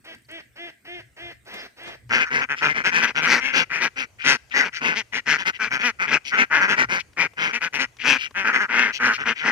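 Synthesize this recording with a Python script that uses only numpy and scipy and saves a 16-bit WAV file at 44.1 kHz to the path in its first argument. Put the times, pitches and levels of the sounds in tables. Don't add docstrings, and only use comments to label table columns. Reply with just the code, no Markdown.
import sys
import numpy as np
from scipy import signal
from scipy.fft import rfft, irfft, next_fast_len
from scipy.io import wavfile
from scipy.ndimage import uniform_filter1d

SR = 44100
rng = np.random.default_rng(int(sys.argv[2]) if len(sys.argv) > 2 else 0)


def boost(x):
    u = np.asarray(x, float) / 20
    return 10 ** u


def master_out(mix):
    frames = np.transpose(np.atleast_2d(mix))
    ceiling = np.clip(frames, -1, 1)
    pcm = np.round(ceiling * 32767).astype(np.int16)
    wavfile.write(sys.argv[1], SR, pcm)


N = 419391

# (time [s], length [s], level at peak [dB], nominal pitch [Hz], roughness [0-1, clipped])
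HEN_QUACKS = [(2.103, 0.11, -18, 248, 0.84), (2.193, 0.056, -19, 161, 0.8), (2.303, 0.13, -21.5, 143.6, .8),
              (2.408, .046, -24.5, 263, 0.55), (2.489, 0.066, -24, 142.8, 0.39),
              (2.615, 0.083, -18, 176.5, .99), (2.683, .05, -21.5, 139.8, 0.65),
              (2.74, 0.089, -23.5, 136, 0.9), (2.84, 0.066, -18.5, 179, 0.75),
              (2.915, 0.12, -19, 173.7, 0.73), (3.019, 0.046, -17, 240, .8),
              (3.056, 0.062, -26, 193.8, 0.93), (3.151, 0.064, -21.5, 152.2, 0.58),
              (3.212, 0.082, -19.5, 168.5, 0.8), (3.262, .14, -16.5, 252.2, 0.8),
              (3.4, .135, -24, 259.2, 0.56), (3.53, .11, -17, 175.9, 1.05), (3.7, 0.12, -24, 160, 0.94),
              (3.804, 0.078, -20, 236.6, 1.11), (3.962, 0.091, -26.5, 260.2, 0.6),
              (4.244, 0.12, -15.5, 271.6, 0.75), (4.538, 0.11, -16.5, 281.4, .7),
              (4.63, 0.064, -26.5, 199.7, 0.9), (4.809, 0.14, -20.5, 160, .87),
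              (4.952, .067, -23.5, 218.3, 0.28), (5.126, .077, -23.5, 240.9, 0.79),
              (5.263, .11, -17.5, 153.2, 0.67), (5.379, 0.059, -27, 195, 0.83),
              (5.454, 0.055, -21, 188.8, 0.63), (5.595, 0.094, -23.5, 220.6, 0.69),
              (5.707, 0.077, -22.5, 133.3, 0.65), (5.789, 0.068, -25.5, 202, 0.8),
              (5.829, 0.08, -19.5, 240, 0.2), (5.993, 0.075, -22, 186.2, 0.54),
              (6.069, 0.059, -25, 152, .7), (6.107, .072, -17, 312.8, 0.8), (6.317, 0.067, -20, 180.3, 0.8),
              (6.37, 0.078, -16, 199.2, 0.76), (6.506, 0.12, -16.5, 314.6, 0.65),
              (6.6, 0.075, -18, 188.4, 0.72), (6.676, 0.081, -18.5, 201.7, 0.85),
              (6.766, 0.087, -18, 248.7, 0.88), (6.889, .11, -21.5, 184.6, .55),
              (7.171, .1, -20, 174.3, 0.82), (7.372, 0.15, -22.5, 155.6, 0.8),
              (7.528, 0.059, -23, 228.4, 0.52), (7.609, 0.074, -23.5, 162.2, 0.78),
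              (7.732, 0.053, -24, 144.4, 0.55), (7.784, 0.072, -21, 260, 0.59),
              (8.037, 0.14, -16, 267.9, 0.61), (8.348, 0.098, -24, 198.4, 0.37),
              (8.442, 0.083, -19.5, 225, 0.72), (8.524, 0.073, -19, 259, 0.64),
              (8.588, .074, -21, 197, 0.38), (8.689, 0.23, -18, 235.1, .78),
              (8.996, 0.15, -18, 243.1, 0.75), (9.18, .066, -27, 150.8, 0.7),
              (9.253, 0.081, -20, 229.7, 0.71), (9.404, 0.075, -30.5, 153.6, 0.4),
              (9.438, 0.094, -19, 211.4, 0.78)]
# (time [s], length [s], level at peak [dB], nominal beak resonance [Hz], nominal rasp level [dB])
DRAKE_RASPS = [(2.245, 0.055, -32.5, 1610, -23), (2.561, 0.063, -33, 2090, -15),
               (4.188, 0.076, -34, 2050, -21.5), (4.511, 0.028, -33, 2190, -24),
               (4.728, 0.072, -31, 2200, -12.5), (5.531, 0.049, -36.5, 2380, -21),
               (6.247, 0.07, -32, 2500, -9.5), (6.991, 0.025, -30, 2340, -11.5),
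               (7.99, 0.06, -30.5, 2230, -20), (8.178, 0.1, -28.5, 2280, -15),
               (8.926, 0.06, -30, 2540, -9.5), (9.114, 0.063, -30, 2330, -9),
               (9.352, 0.092, -31, 2210, -21)]
# (frequency [Hz], width [Hz], level [dB])
BEAK_MODES = [(1592, 455, 6), (2050, 206, 5), (2424, 374, 6), (2965, 856, 2.5)]
# (frequency [Hz], width [Hz], level [dB])
CHEST_MODES = [(240, 213, -3), (393.4, 178, -7.5), (887, 437, -6.5)]
# (frequency [Hz], width [Hz], level [dB])
RASP_MODES = [(4500, 1890, 2), (5656, 1590, -4.5), (8840, 6100, -26), (13300, 1300, -31.5)]
# (time [s], opening [0-1])
HEN_GAPE = [(2.1, 0.44), (2.5, 0.24), (2.84, 0.47), (3.03, 0.56), (3.2, 0.42), (3.28, 0.65), (3.7, 0.57),
            (4.2, 0.78), (4.8, 0.35), (4.95, 0.75), (5.9, 0.51), (6.55, .2), (6.7, 0.43), (7.3, 0.42),
            (7.55, 0.64), (8.05, 0.57), (8.4, 0.3), (9.5, 0.31)]
# (time [s], peak level [dB], centre [Hz])
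FOOTSTEPS = [(2.094, -31, 1200), (4.498, -42, 2650), (7.132, -46, 1660), (7.335, -43, 977),
             (7.968, -41, 2540), (8.309, -38, 463)]
# (frequency [Hz], level [dB])
WINDPIPE_DIPS = [(95, -16), (145, -2.5), (190, -9), (240, -3), (330, -3.5), (600, 1), (750, -4.5),
                 (950, -1.5), (1150, -2.5), (1350, -1.5), (6400, 0.5), (7400, -7)]
# (frequency [Hz], level [dB])
RIGHT_SHADING = [(500, -0.5), (1300, 0.5), (2400, -6.5), (4400, -4), (8000, 0)]
# (time [s], share of that shading [1])
RIGHT_FACING = [(2.1, 1.3), (3, 1.67), (4, 1.61), (8, 1.56), (9.5, 1.58)]
# (time [s], length [s], level at peak [dB], pitch atop the arch [Hz], roughness at the peak [0-1])
DUCK_CALLS = [(0.037, 0.125, -41.5, 326.6, 0.45), (0.28, 0.14, -38.5, 330, 0.22),
              (0.552, 0.16, -37, 345.7, 0.16), (0.842, 0.18, -37, 355.4, 0.11),
              (1.158, .18, -38, 346.3, 0.29), (1.45, .235, -38, 347, 0.68), (1.759, .21, -39.5, 344, 0.5)]
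# (frequency [Hz], level [dB])
DUCK_THROAT = [(150, -30), (340, -1), (700, -1), (900, -30), (1150, -34), (1400, -22), (1700, -7),
               (2100, -1), (2700, -6), (3500, -3), (4000, -26), (5900, -27), (7000, -40)]
# (frequency [Hz], level [dB])
DUCK_BREATH = [(150, -13), (350, -6), (700, -2.5), (1100, -10), (1600, -4.5), (2300, -4.5), (3300, -14.5),
               (4100, -11), (5900, -18), (7000, -33)]
# (time [s], peak level [dB])
WATER_DRIPS = [(0.0488, -45.5), (0.1476, -43), (0.184, -52), (0.2204, -52), (0.313, -40), (1.4521, -49),
               (1.4775, -49), (1.5199, -60), (1.5404, -37), (1.8342, -43)]
# (time [s], level at peak [dB], rise [dB/s], fall [dB/s])
RUNNING_WATER = [(1.452, -60.5, 2500, 30), (1.54, -40, 2500, 300), (1.878, -37.5, 500, 328)]
# (time [s], length [s], level [dB], centre [Hz])
THIN_SQUEAKS = [(0.243, .02, -62, 4500), (1.57, 0.064, -44.5, 5140), (7.897, .025, -73, 4200),
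                (7.925, 0.014, -68, 3540)]
# (time [s], level [dB])
WIND_GUSTS = [(.1, -72), (.98, -56), (1.9, -66), (2.1, -51), (2.75, -57), (4.39, -90), (6.81, -48.5),
              (9.11, -58)]
# (frequency [Hz], relative level per Hz [dB])
POND_AIR_SHAPE = [(59, -28), (100, -2), (169, -24.5), (217, -7), (923, -31.5), (2090, -14), (2580, -23),
                  (4640, -31.5), (7050, -29), (8170, -32), (9070, -35), (15000, -33)]
# (frequency [Hz], relative level per Hz [dB])
YARD_AIR_SHAPE = [(18, -36), (30, -12), (81, 8.5), (114, -10), (420, -9), (1680, -17), (3070, -18),
                  (3590, -24), (4540, -20), (6540, -18.5), (15500, -34.5)]
# (frequency [Hz], likeness [0-1])
AIR_LIKENESS = [(40, 0.88), (300, 0.63), (700, 0.4), (1400, 0.31)]

HEN_PEAK, DRAKE_PEAK, DUCK_PEAK = 0.45, 0.5, 0.55
SHUT_HZ, WIDE_HZ = 1596, 2200
SHUT_RASP_DB, WIDE_RASP_DB = -34, -10.5
FLOCK_GAIN_DB = 4.5
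POND_AIR_DB, YARD_AIR_DB = -62.5, -58.5
PLACE_CUT_S = 2.085


def evened(x):
    return x / np.sqrt(np.mean(x ** 2) + 1e-20)


def read(points, hz):
    f, value = np.transpose(points)
    return np.interp(np.log(hz + 1), np.log(f + 1), value)


def add(mix, s, sound):
    part = mix[..., round(s * SR):][..., :sound.shape[-1]]
    part += sound[..., :part.shape[-1]]


def resonate(x, hz, width):
    turn = np.exp(2j * np.pi * np.cumsum(hz * np.ones(len(x))) / SR)
    r = np.exp(-np.pi * width / SR)
    return 2 * (turn * signal.lfilter([(1 - r) ** 2], [1, -2 * r, r * r], x / turn)).real


def coloured(x, points):
    size = next_fast_len(x.shape[-1])
    gain = boost(read(points, np.fft.rfftfreq(size, 1 / SR)))
    return irfft(rfft(x, size) * gain, size)[..., :x.shape[-1]]


def swells(s, db, rise, fall):
    s, db, rise, fall = (np.reshape(v, (-1, 1)) for v in (s, db, rise, fall))
    late = np.arange(N) / SR - s
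    return boost(db + np.where(late < 0, rise, -fall) * late).sum(0)


def echoes(x, t60, first):
    t = np.arange(round(t60 * SR)) / SR
    signs = rng.choice([-1., 1.], (2, len(t)))
    present = rng.random((2, len(t))) < 0.05
    taps = signs * present * (t > first) * boost(-60 * t / t60)
    taps /= np.linalg.norm(taps[0])
    return signal.oaconvolve(np.atleast_2d(x), taps, axes=1)[:, :N]


def pulses(hz, jitter):
    wander = evened(uniform_filter1d(rng.standard_normal(len(hz)), size=200))
    turns = np.cumsum(hz * np.clip(1 + jitter * wander, 0.3, 3)) / SR
    return np.diff(np.floor(turns + rng.random()), prepend=0) > 0


def bounces(voice):
    taps = np.zeros((2, 500))
    at = rng.integers(30, 500, (2, 7))
    np.put_along_axis(taps, at, rng.choice([-1., 1.], at.shape) * np.exp(-at / 250), 1)
    taps /= np.linalg.norm(taps, axis=1, keepdims=True)
    bright = coloured(voice, [(300, -20), (1000, 0)])
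    return boost(-9) * signal.fftconvolve(bright[None], taps, axes=1)[:, :len(voice)]


def quack(s, length, peak, peak_db, pitch_hz, rough, beak_hz, rasp_db, chest_db=-2, breath=0.1):
    pad = 0.011
    u = np.linspace(0, 1, round((length + 2 * pad) * SR))
    peak, rough = np.clip(peak, 0.1, 0.9), np.clip(rough, 0, 1)
    off = np.where(u < peak, 1 - u / peak, (u - peak) / (1 - peak))
    shape = boost(peak_db - 13.2 * off ** 1.92) * signal.windows.tukey(len(u), 4 * pad / (length + 2 * pad))

    arch = 1.02 - 0.2 * off ** 2 + rng.uniform(-0.15, 0.1) * (u - peak)
    folds = pulses(pitch_hz * arch, 0.015 + 0.16 * rough ** 2) * 1.
    folds *= 1 + np.clip(pitch_hz / 150 - 1.2, 0, 0.6) * rough * (-1) ** np.cumsum(folds)
    second_hz = rng.uniform(140, 280) * np.linspace(*rng.uniform(0.85, 1.15, size=2), len(u))
    folds += 0.9 * rough ** 2 * pulses(second_hz, 0.06)
    gate = signal.lfilter([1], [1, -0.98], folds)

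    strength, hiss = rng.standard_normal((2, len(BEAK_MODES + RASP_MODES + CHEST_MODES), len(u)))
    uneven = folds * boost((0.7 + 4 * rough) * np.clip(strength, -3, 1.3))
    drive = iter(uneven + breath * rough * gate * hiss)

    opening = beak_hz * (1.03 - 0.048 * off)
    bird = rng.uniform(0.96, 1.04) * (1.03 - 0.1 * off + rng.uniform(-0.06, 0.06) * (u - peak))
    beak = 0
    for k, (f, width, db) in enumerate(BEAK_MODES):
        level = boost(db + rng.normal(0, 2.35) - 26.6 * np.log2(f / opening) ** 2)
        beak = beak + (-1) ** k * level * resonate(next(drive), f * bird, width)
    beak = signal.sosfilt(signal.butter(4, 550 + 0.32 * beak_hz, "high", fs=SR, output="sos"), beak)

    rasp = 0
    for k, (f, width, db) in enumerate(RASP_MODES):
        puffs = (0.24 + 0.049 * k) * (gate + 0.52 * k) * hiss[k]
        rasp = rasp + boost(db) * resonate(next(drive) + puffs, f, width)
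    chest = sum(boost(db) * resonate(next(drive), f, width) for f, width, db in CHEST_MODES)

    rasp_gain = boost(rasp_db + 0.5 - 7.1 * off ** 0.88)
    voice = shape * evened(beak + boost(chest_db) * chest + rasp_gain * rasp)
    lag = rng.integers(1, 12)
    return s - pad, np.array([np.roll(voice, lag), voice]) + bounces(voice)


def ticks(events, width):
    out, t = np.zeros(N), np.arange(400) / SR
    for s, db, hz in events:
        tick = resonate(rng.standard_normal(400) * np.exp(-t / 0.0041), hz, width)
        add(out, s, boost(db) * tick / abs(tick).max())
    return out


def flock():
    mix = np.zeros((2, N))
    for s, length, peak_db, pitch_hz, rough in HEN_QUACKS:
        gape = np.interp(s, *np.transpose(HEN_GAPE))
        beak_hz = SHUT_HZ + gape * (WIDE_HZ - SHUT_HZ)
        rasp_db = SHUT_RASP_DB + gape * (WIDE_RASP_DB - SHUT_RASP_DB)
        rasp_db += 0.38 * (peak_db + 20.5)
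        add(mix, *quack(s, length, HEN_PEAK, peak_db, pitch_hz, rough, beak_hz, rasp_db))
    for s, length, peak_db, beak_hz, rasp_db in DRAKE_RASPS:
        add(mix, *quack(s, length, DRAKE_PEAK, peak_db, 150, 0.92, beak_hz, rasp_db, chest_db=-14, breath=0.37))
    mix += ticks(FOOTSTEPS, 3500)
    bright = coloured(mix, [(300, -5.0), (1200, 4.5)])
    mix += boost(-38) * echoes(bright, 0.51, 0.0091)
    facing = np.interp(np.arange(N) / SR, *np.transpose(RIGHT_FACING))
    mix[1] += facing * (coloured(mix[1], RIGHT_SHADING) - mix[1])
    return coloured(mix, WINDPIPE_DIPS) * boost(FLOCK_GAIN_DB)


def pond_call(s, length, peak_db, top_hz, rough):
    u = np.linspace(0, 1, round(length * SR))
    rising = u < DUCK_PEAK
    off = np.where(rising, 1 - u / DUCK_PEAK, (u - DUCK_PEAK) / (1 - DUCK_PEAK))
    wander = uniform_filter1d(rng.standard_normal(len(u)), size=300)
    hz = top_hz * (1 - 0.24 * off ** 3) * (1 + (0.05 + 0.6 * rough) * wander)
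    turns = np.cumsum(hz) / SR
    rough = np.clip(rough + 0.9 * off ** 3, 0, 1)
    shut = 1 + 0.23 * off ** 2
    late = np.clip(u / 0.23, 0, 1) ** 2
    clean = 0
    for k in range(1, 20):
        level = boost(read(DUCK_THROAT, k * hz * (shut if k > 2 else 1)))
        onset = 1 if k > 2 else late * (1 - rough)
        clean = clean + level * onset * np.cos(2 * np.pi * k * turns - 0.35 * k * k)
    puffs = (0.23 + np.exp(-(turns % 1) / 0.68)) * rng.standard_normal(len(u))
    puffs = coloured(puffs, DUCK_BREATH)
    voice = np.sqrt(1 - rough ** 2) * evened(clean) + rough * evened(puffs)
    shape = boost(peak_db - np.where(rising, 13, 9) * off ** 2.65) * signal.windows.tukey(len(u), 0.16)
    return s, shape * voice


def lone_duck():
    duck = ticks([(s, db, 9300) for s, db in WATER_DRIPS], 7000)
    for call in DUCK_CALLS:
        add(duck, *pond_call(*call))
    far = coloured(duck, [(700, -7.0), (1300, -15), (1600, 2.5), (3000, -9), (5000, -3.0)])
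    wall = echoes(far, 0.26, 0.01)
    low = coloured(duck, [(900, 0), (1200, -40)])
    left = np.roll(low, 14) + np.roll(duck - low, 6)
    return np.array([left, duck]) + boost(-14) * echoes(duck, 0.015, 0.001) + boost(-6) * wall


def splash():
    drops = uniform_filter1d((rng.random((2, N)) < 0.006) * 1., size=12)
    grains = rng.standard_normal((2, N)) * (0.4 + 6 * drops)
    water = evened(coloured(grains, [(500, 7), (3000, 1), (6000, -9.0), (15000, -32)]))
    return swells(*np.transpose(RUNNING_WATER)) * water


def squeaks():
    out = np.zeros(N)
    for s, length, db, hz in THIN_SQUEAKS:
        n = rng.standard_normal(round(length * SR))
        add(out, s, boost(db) * evened(resonate(n, hz, 500)) * np.hanning(len(n)))
    return out


def insect(hz=8300, width=900, per_s=119, level_db=-73):
    puffs = np.exp(-(np.arange(N) * per_s / SR % 1) / 0.74)
    buzz = np.array([resonate(puffs * n, hz, width) for n in rng.standard_normal((2, N))])
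    return boost(level_db) * evened(buzz)


def rumble():
    n = rng.standard_normal((4, N))
    low = coloured(n[:2] + 1.5 * n[2], [(15, -30), (45, -11), (67, -1), (85, -15.5), (120, -1),
                                        (170, -25.5), (400, -84.5)])
    lumps = evened(uniform_filter1d(uniform_filter1d(n[3], size=4000), size=4000))
    breeze = boost(-70 + 7.5 * lumps)
    gusts = swells(*np.transpose(WIND_GUSTS), rise=130, fall=51)
    return (breeze + gusts) * evened(low)


def air(points, patchy_db):
    hz = np.fft.rfftfreq(1024, 1 / SR)
    a, b, c, d, patches = rng.standard_normal((N // 256 + 5, 513, 5)).T
    patches = evened(uniform_filter1d(uniform_filter1d(patches, size=10, axis=0), size=12, axis=1))
    same = np.clip(read(AIR_LIKENESS, hz), -1, 1)[:, None]
    left = a + 1j * b
    right = same * left + np.sqrt(1 - same ** 2) * (c + 1j * d)
    z = np.array([left, right]) * boost(read(points, hz)[:, None] + patchy_db * patches)
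    return evened(signal.istft(z, nperseg=1024, noverlap=768)[1][:, :N])


def scene():
    cut = np.clip((np.arange(N) / SR - PLACE_CUT_S) / 0.005, 0, 1)
    pond = lone_duck() + splash() + insect() + boost(POND_AIR_DB) * air(POND_AIR_SHAPE, patchy_db=-4.5)
    yard_air = boost(YARD_AIR_DB) * air(YARD_AIR_SHAPE, patchy_db=2.5)
    return (1 - cut) * pond + flock() + squeaks() + rumble() + cut * yard_air


def low_pass(x):
    return signal.sosfilt(signal.butter(12, 15740, fs=SR, output="sos"), x)


def record(dry):
    cut = signal.sosfilt(signal.butter(2, 60, "high", fs=SR, output="sos"), dry)
    held = 1.2 * np.tanh(cut / 1.2)
    edge = signal.sosfilt(signal.butter(10, 15400, "low", fs=SR, output="sos"), held)
    return low_pass(edge)


dry = scene()
out = record(dry)
master_out(out)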